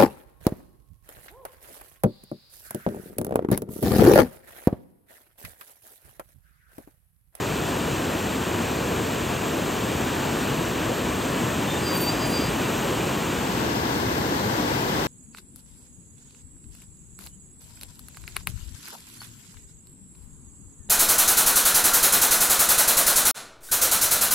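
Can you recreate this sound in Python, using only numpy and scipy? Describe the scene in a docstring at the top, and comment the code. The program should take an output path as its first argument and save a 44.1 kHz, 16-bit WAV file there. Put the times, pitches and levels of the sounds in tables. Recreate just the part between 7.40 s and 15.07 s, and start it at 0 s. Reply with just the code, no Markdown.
"""Flooded river under a bridge

A flooded river roars under a bridge, heard from the parapet: shaped noise for churning water and spray,
ringing bubbles, and brief random swells in narrow bands. A thin squeal, like a wet brake, sounds briefly,
made of gliding sine tones. The camera zooms out, and its microphones go from a narrow, nearly mono
beam to a wide stereo pair."""
import sys
import numpy as np
from scipy import signal
from scipy.fft import rfft, irfft, next_fast_len
from scipy.io import wavfile
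from scipy.ndimage import uniform_filter1d, map_coordinates

SR = 44100
rng = np.random.default_rng(int(sys.argv[2]) if len(sys.argv) > 2 else 0)


def persist_wave(psi):
    """Save psi, clipped to +-1, as 16-bit WAV."""
    counts = np.round(np.clip(psi, -1, 1) * 32767).astype(np.int16)
    wavfile.write(sys.argv[1], SR, np.atleast_2d(counts).T)


N = 338247

# tone shape of the water's roar: (frequency [Hz], relative level [dB per Hz])
ROAR_SHAPE = [(22, -35), (32, -26), (50, -8.5), (85, -2), (150, -0.66), (320, -.4), (420, -3), (580, -6),
              (1000, -5.5), (1350, -8.5), (3000, -15.5), (5500, -20), (7000, -23.5), (15500, -29.5)]
# level of the spray before the microphones: (time [s], level [dB])
SPRAY_LEVEL = [(0, -29), (2.0, -29), (2.8, -28.2), (3.7, -29), (5.2, -27.5), (6.0, -28.5), (6.6, -28.5),
               (7.5, -27.5)]
# the churn is steady but for one slow surge
CHURN_DB = -27
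SURGE_AT_S, SURGE_WIDTH_S, SURGE_DB = 5, 0.98, 0.7

# brief random swells of the roar in narrow bands:
# (time [s], pitch [Hz], level [dB], half duration [s])
SWELLS = [(1.45, 530, -37, .14), (1.54, 185, -34.5, 0.069), (2.143, 300, -34, .07), (2.8, 870, -37, .23),
          (3.11, 135, -34, 0.13), (5.0, 265, -33.5, 0.22), (5.11, 80, -35.5, .06), (5.43, 507, -37, .16),
          (7.48, 1700, -42, .08)]
SWELL_SPREAD = 0.19  # half bandwidth as a share of the pitch

# short double squeak before the squeals: (time [s], pitch [Hz], level [dB])
SQUEAK = [(4.265, 3584, -52), (4.281, 3596, -42), (4.311, 3592, -36.7), (4.334, 3597, -39),
          (4.344, 3610, -50), (4.362, 3622, -37), (4.377, 3660, -39), (4.386, 3670, -50)]
SQUEAK_OCTAVE_DB = -10  # relative to the squeak
# two joined squeals, each a list of (time [s], pitch [Hz], level [dB])
SQUEALS = [
    [(4.405, 4840, -53), (4.432, 4830, -48), (4.470, 4792, -33), (4.522, 4765, -36), (4.542, 4700, -38),
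     (4.565, 4668, -31.5), (4.579, 4650, -45), (4.604, 4650, -43), (4.62, 4620, -37), (4.644, 4643, -32.5),
     (4.658, 4639, -39), (4.686, 4694, -28), (4.701, 4770, -28.5), (4.714, 4790, -40), (4.735, 4847, -42)],
    [(4.725, 4841, -41), (4.765, 4851, -47), (4.805, 4850, -44), (4.82, 4860, -38), (4.856, 4820, -35.5),
     (4.885, 4760, -45), (4.922, 4785, -40), (4.937, 4800, -36), (4.972, 4760, -31), (4.996, 4772, -37),
     (5.003, 4800, -47), (5.011, 4820, -34), (5.028, 4800, -38.5), (5.05, 4800, -38), (5.084, 4860, -41.5),
     (5.105, 4894, -55)],
]
# where the friction bites hardest in each squeal and brings in overtones:
# (time [s], half width [s], octave level [dB], twelfth level [dB])
BITES = [(4.607, 0.083, -41, -34), (4.908, .05, -41, -53)]
# the split tone: its level, the squeal level where it sets in, the further rise that brings it fully in
SPLIT_DB, SPLIT_ABOVE_DB, SPLIT_RANGE_DB = -41, -32, 3
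WAVER = 0.0013  # random unsteadiness of the pitch, as a share of it
EDGE_S = 0.008  # attack and release of each squeak or squeal

# tone colour of the narrow beam: (frequency [Hz], gain [dB])
BEAM_COLOUR = [(580, 0), (830, -1.5), (1100, -1), (1280, -3.5), (1420, -1.9), (1930, -1.8), (2130, -5),
               (2350, 0), (2900, 1), (3600, -2.05), (4400, -3.2), (5200, -6), (7300, 3.5), (8300, 3),
               (9500, -.5), (15500, 0.6)]
# how alike left and right are in the beam: (frequency [Hz], likeness [1 = same])
BEAM_ALIKE = [(60, .98), (320, .97), (800, 0.74), (1250, 0.82), (1600, 1), (7400, 1), (7700, 0.75),
              (9000, 1), (10100, 1), (11600, 0.81), (13300, 0.9), (15200, .6)]
# loudness balance of the beam: (frequency [Hz], left minus right [dB])
BEAM_BALANCE = [(60, 0), (180, 2.5), (400, -1.5), (750, 3.5), (1100, 7), (1450, -0.5), (2000, 0)]
# phase of the beam below the treble: (frequency [Hz], left ahead of right [rad])
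BEAM_LEAD = [(350, 0), (600, 0.97), (800, 1.18), (1200, 0.57), (1350, 0.028), (7400, 0.0042)]
# tone colour of the wide pair: (frequency [Hz], gain [dB])
WIDE_COLOUR = [(500, 0), (850, 1.6), (1350, -0.5), (1620, 2), (1850, -2.2), (2050, 0), (2350, -2),
               (3000, 0.1), (6000, 0.5), (7000, -0.7), (9500, -1.5), (11000, 1), (15500, -0.5)]
# how alike left and right are in the wide pair: (frequency [Hz], likeness [1 = same])
WIDE_ALIKE = [(60, 1), (330, 0.87), (470, 0.63), (630, 0.74), (850, 0.3), (1200, 0.8), (1500, .15),
              (2400, 0.38), (3600, 0.15), (6500, .15), (10100, 1), (11600, 1), (13300, .96), (15200, .6)]
# loudness balance of the wide pair: (frequency [Hz], left minus right [dB])
WIDE_BALANCE = [(60, 1.8), (190, 2.6), (430, -2), (660, 3), (1050, 7.3), (1350, 1), (1550, 4), (1900, 3.4),
                (2100, 0), (2550, 7), (3200, 4), (5200, 10.9), (6100, 10.0), (7500, 1), (8300, 3.5),
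                (9200, -1.5)]
# phase of the wide pair below the treble: (frequency [Hz], left ahead of right [rad])
WIDE_LEAD = [(370, -.1), (620, 1.8), (1150, 2.3), (1430, 4), (1600, 2), (2000, .6), (2400, 3.8),
             (3400, 2.8), (3900, .2), (4500, 1.6), (5400, 4.1), (6200, 2.6), (6900, 0)]
# treble phase shared by both patterns: left and right are opposed near 10 kHz and in step again
# near 13 kHz: (frequency [Hz], left ahead of right [rad])
TREBLE_LEAD = [(7500, -.05), (8600, -1), (9400, -3), (10800, -3.35), (12400, -6), (14300, -6.5),
               (15700, -8.7)]
# the stereo image opens as the camera zooms out
ZOOM_START_S, ZOOM_LENGTH_S = 5.95, 0.44
TOP_HZ = 15830  # nothing is kept from here up


def river(split_hz=650):
    """Big air pockets gulp in the churn; small bubbles and spray hiss on the breaking waves."""
    t = np.arange(N) / SR
    gulps = bubbles(low_hz=112.5, high_hz=698.0, cycles=5.37, rise=0.077, spread_db=2.0, count=700, size=2200)
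    fizz = bubbles(low_hz=1082, high_hz=12000, cycles=5.0, rise=0.11, spread_db=1.5, count=12000, size=160)

    def low_share(hz):
        """Share of the power that goes to the churn; the spray gets the rest."""
        return 1 / (1 + (hz / split_hz) ** 4)

    def churn_shape(hz):
        return amp(along(ROAR_SHAPE, hz)) * np.sqrt(low_share(hz))

    def spray_shape(hz):
        return amp(along(ROAR_SHAPE, hz)) * np.sqrt(1 - low_share(hz))

    churn = filtered(turbulence(patchy_db=0.05) + amp(-25) * gulps, churn_shape)
    spray = filtered(turbulence(patchy_db=0.46) + amp(-12.5) * fizz, spray_shape)
    surge_db = SURGE_DB * np.exp(-((t - SURGE_AT_S) / SURGE_WIDTH_S) ** 2)
    churn_db = CHURN_DB + surge_db + 0.15 * wobble(8.9)
    spray_db = curves(SPRAY_LEVEL)[0] + 0.22 * wobble(18)
    return amp(churn_db) * unit(churn) + amp(spray_db) * unit(spray)


def turbulence(patchy_db):
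    """Rushing water as two unrelated noises that share short patches of random gain."""
    noise = signal.stft(rng.standard_normal((2, N)), nperseg=512)[2]
    patches = rng.standard_normal(noise.shape[1:])
    patches = uniform_filter1d(patches, size=7, axis=0)  # blur over frequency
    patches = uniform_filter1d(patches, size=16, axis=1)  # blur over time
    patchy = noise * amp(patchy_db * unit(patches))
    return unit(signal.istft(patchy, nperseg=512)[1][:, :N])


def bubbles(low_hz, high_hz, cycles, rise, spread_db, count, size):
    """A cloud of fading rings on two channels; each climbs in pitch as its bubble nears the surface."""
    when, pitch, bulk, place = rng.random((count, 4)).T[:, :, None]
    hz = low_hz + (high_hz - low_hz) * pitch
    turns = hz * np.arange(size) / SR
    age = turns / cycles  # 1 when the ring has faded to 1/e
    ring = np.sin(2 * np.pi * turns * (1 + rise * np.minimum(age, 2) / 2)) * np.exp(-age)
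    # a few bubbles are much louder than the rest
    ring *= np.sqrt(hz) * amp(-spread_db * np.log(np.maximum(bulk, 1 / 100)))
    at = (when * N).astype(int) + np.arange(size)
    angle = 2 * np.pi * place
    # add every ring into each channel at its own time
    channels = [np.bincount(at.ravel(), (ring * gain).ravel(), N)[:N]
                for gain in (np.cos(angle), np.sin(angle))]
    return unit(np.array(channels))


def swells():
    """Brief random swells of the roar in narrow bands, each a soft burst of noise around one pitch."""
    t, sound = np.arange(N) / SR, np.zeros((2, N))
    for at, hz, level_db, width in SWELLS:
        noise = rng.standard_normal((2, N))
        band = filtered(noise, lambda f: np.exp(-((f / hz - 1) / SWELL_SPREAD) ** 2))
        rise_and_fall = np.exp(-((t - at) / width) ** 2)
        sound += amp(level_db) * rise_and_fall * unit(band)
    return sound


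def squeal(overtone_flutter_db=4.5):
    """Friction catches briefly on a low note, then sings on a higher one that turns shrill as it bites."""
    t = np.arange(N) / SR
    sound, gate, phase = friction_tone(SQUEAK)
    octave_db = SQUEAK_OCTAVE_DB + curves(SQUEAK)[1]
    sound = sound + amp(octave_db) * gate * np.sin(2 * phase)
    for note, (at, width, *levels_db) in zip(SQUEALS, BITES):
        tone, gate, phase = friction_tone(note)
        bite = np.exp(-((t - at) / width) ** 4)
        sound = sound + tone
        for multiple, db in enumerate(levels_db, 2):  # higher overtones need a harder bite
            strength = amp(db + overtone_flutter_db * wobble(80)) * bite ** (multiple - 1)
            sound = sound + gate * strength * np.sin(multiple * phase)
    return sound


def friction_tone(note, flutter_db=1.0):
    """One stroke as a sine that flutters as if echoes come and go, with its gate and running phase."""
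    t, start, end = np.arange(N) / SR, note[0][0], note[-1][0]
    hz, level_db = curves(note)
    phase = 2 * np.pi * np.cumsum(hz * (1 + WAVER * wobble(120))) / SR
    # the root of 2 makes the levels rms levels
    gate = np.sqrt(2) * np.clip(np.minimum(t - start, end - t) / EDGE_S, 0, 1)
    tone = amp(level_db + flutter_db * wobble(70)) * np.sin(phase)
    # at its loudest the vibration doubles its period and adds a partial a fifth up
    split_share = np.clip((level_db - SPLIT_ABOVE_DB) / SPLIT_RANGE_DB, 0, 1)
    split = amp(SPLIT_DB) * split_share * np.sin(1.5 * phase)
    return gate * (tone + split), gate, phase


def pickup(pair, colour, alike, balance, lead):
    """A microphone pattern: mixes a shared and an unshared sound into left and right."""
    def blend(hz):
        """Gains of the shared and unshared sounds that give the wanted likeness."""
        angle = np.arccos(np.clip(along(alike, hz), 0, 1)) / 2
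        return amp(along(colour, hz)) * np.array([np.cos(angle), np.sin(angle)])

    def sides(hz):
        """Level and phase of left and right, at constant total power."""
        left = amp(along(balance, hz) / 2) * np.exp(1j * along(lead + TREBLE_LEAD, hz) / 2)
        both = np.array([left, 1 / left])
        return both / np.sqrt(np.mean(abs(both) ** 2, axis=0))

    shared, apart = filtered(pair, blend)
    return filtered(np.array([shared + apart, shared - apart]), sides)


def amp(db):
    """Decibels to gain."""
    return 10 ** (np.asarray(db) / 20)


def unit(x):
    """Scale to rms 1."""
    return x / np.sqrt(np.mean(x ** 2) + 1e-20)


def along(points, hz):
    """Read a curve of (frequency [Hz], value) points on a log frequency axis."""
    f, v = np.transpose(points)
    return np.interp(np.log(hz + 1), np.log(f + 1), v)


def curves(rows):
    """One value per sample for each column after the time."""
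    s, *cols = np.transpose(rows)
    return [np.interp(np.arange(N) / SR, s, c) for c in cols]


def wobble(rate):
    """A smooth random curve shaped by rate random points a second."""
    points = rng.standard_normal(int(N * rate / SR) + 4)
    return map_coordinates(points, [np.arange(N) * rate / SR])


def filtered(x, response):
    """Change the level and phase of each frequency in x by a response."""
    m = next_fast_len(N + SR // 2)  # spare room keeps the end from wrapping round to the start
    return irfft(rfft(x, m) * response(np.fft.rfftfreq(m, 1 / SR)), m)[..., :N]


def scene():
    """The river through the narrow beam, then through the wide pair as the zoom opens, plus the squeal."""
    water = river() + swells()
    # the wide pair takes in more distant stretches of the same flow, whose sound arrives later
    farther = np.roll(water, SR // 20, axis=1)
    beam = pickup(water, BEAM_COLOUR, BEAM_ALIKE, BEAM_BALANCE, BEAM_LEAD)
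    wide = pickup(farther, WIDE_COLOUR, WIDE_ALIKE, WIDE_BALANCE, WIDE_LEAD)

    def squeal_sides(hz):
        """The squeal is one point, a little to the left: alike on both sides but for its phase."""
        lead = along(BEAM_LEAD + TREBLE_LEAD, hz) + 0.51  # radians
        return np.exp(1j * np.outer([1, -1], lead) / 2)

    tone = filtered(squeal(), squeal_sides)
    width = np.clip((np.arange(N) / SR - ZOOM_START_S) / ZOOM_LENGTH_S, 0, 1)
    return np.sqrt(1 - width) * beam + np.sqrt(width) * wide + tone


def record(dry):
    """The camera keeps nothing above its band limit."""
    return filtered(dry, lambda hz: hz < TOP_HZ)


dry = scene()
out = record(dry)
persist_wave(out)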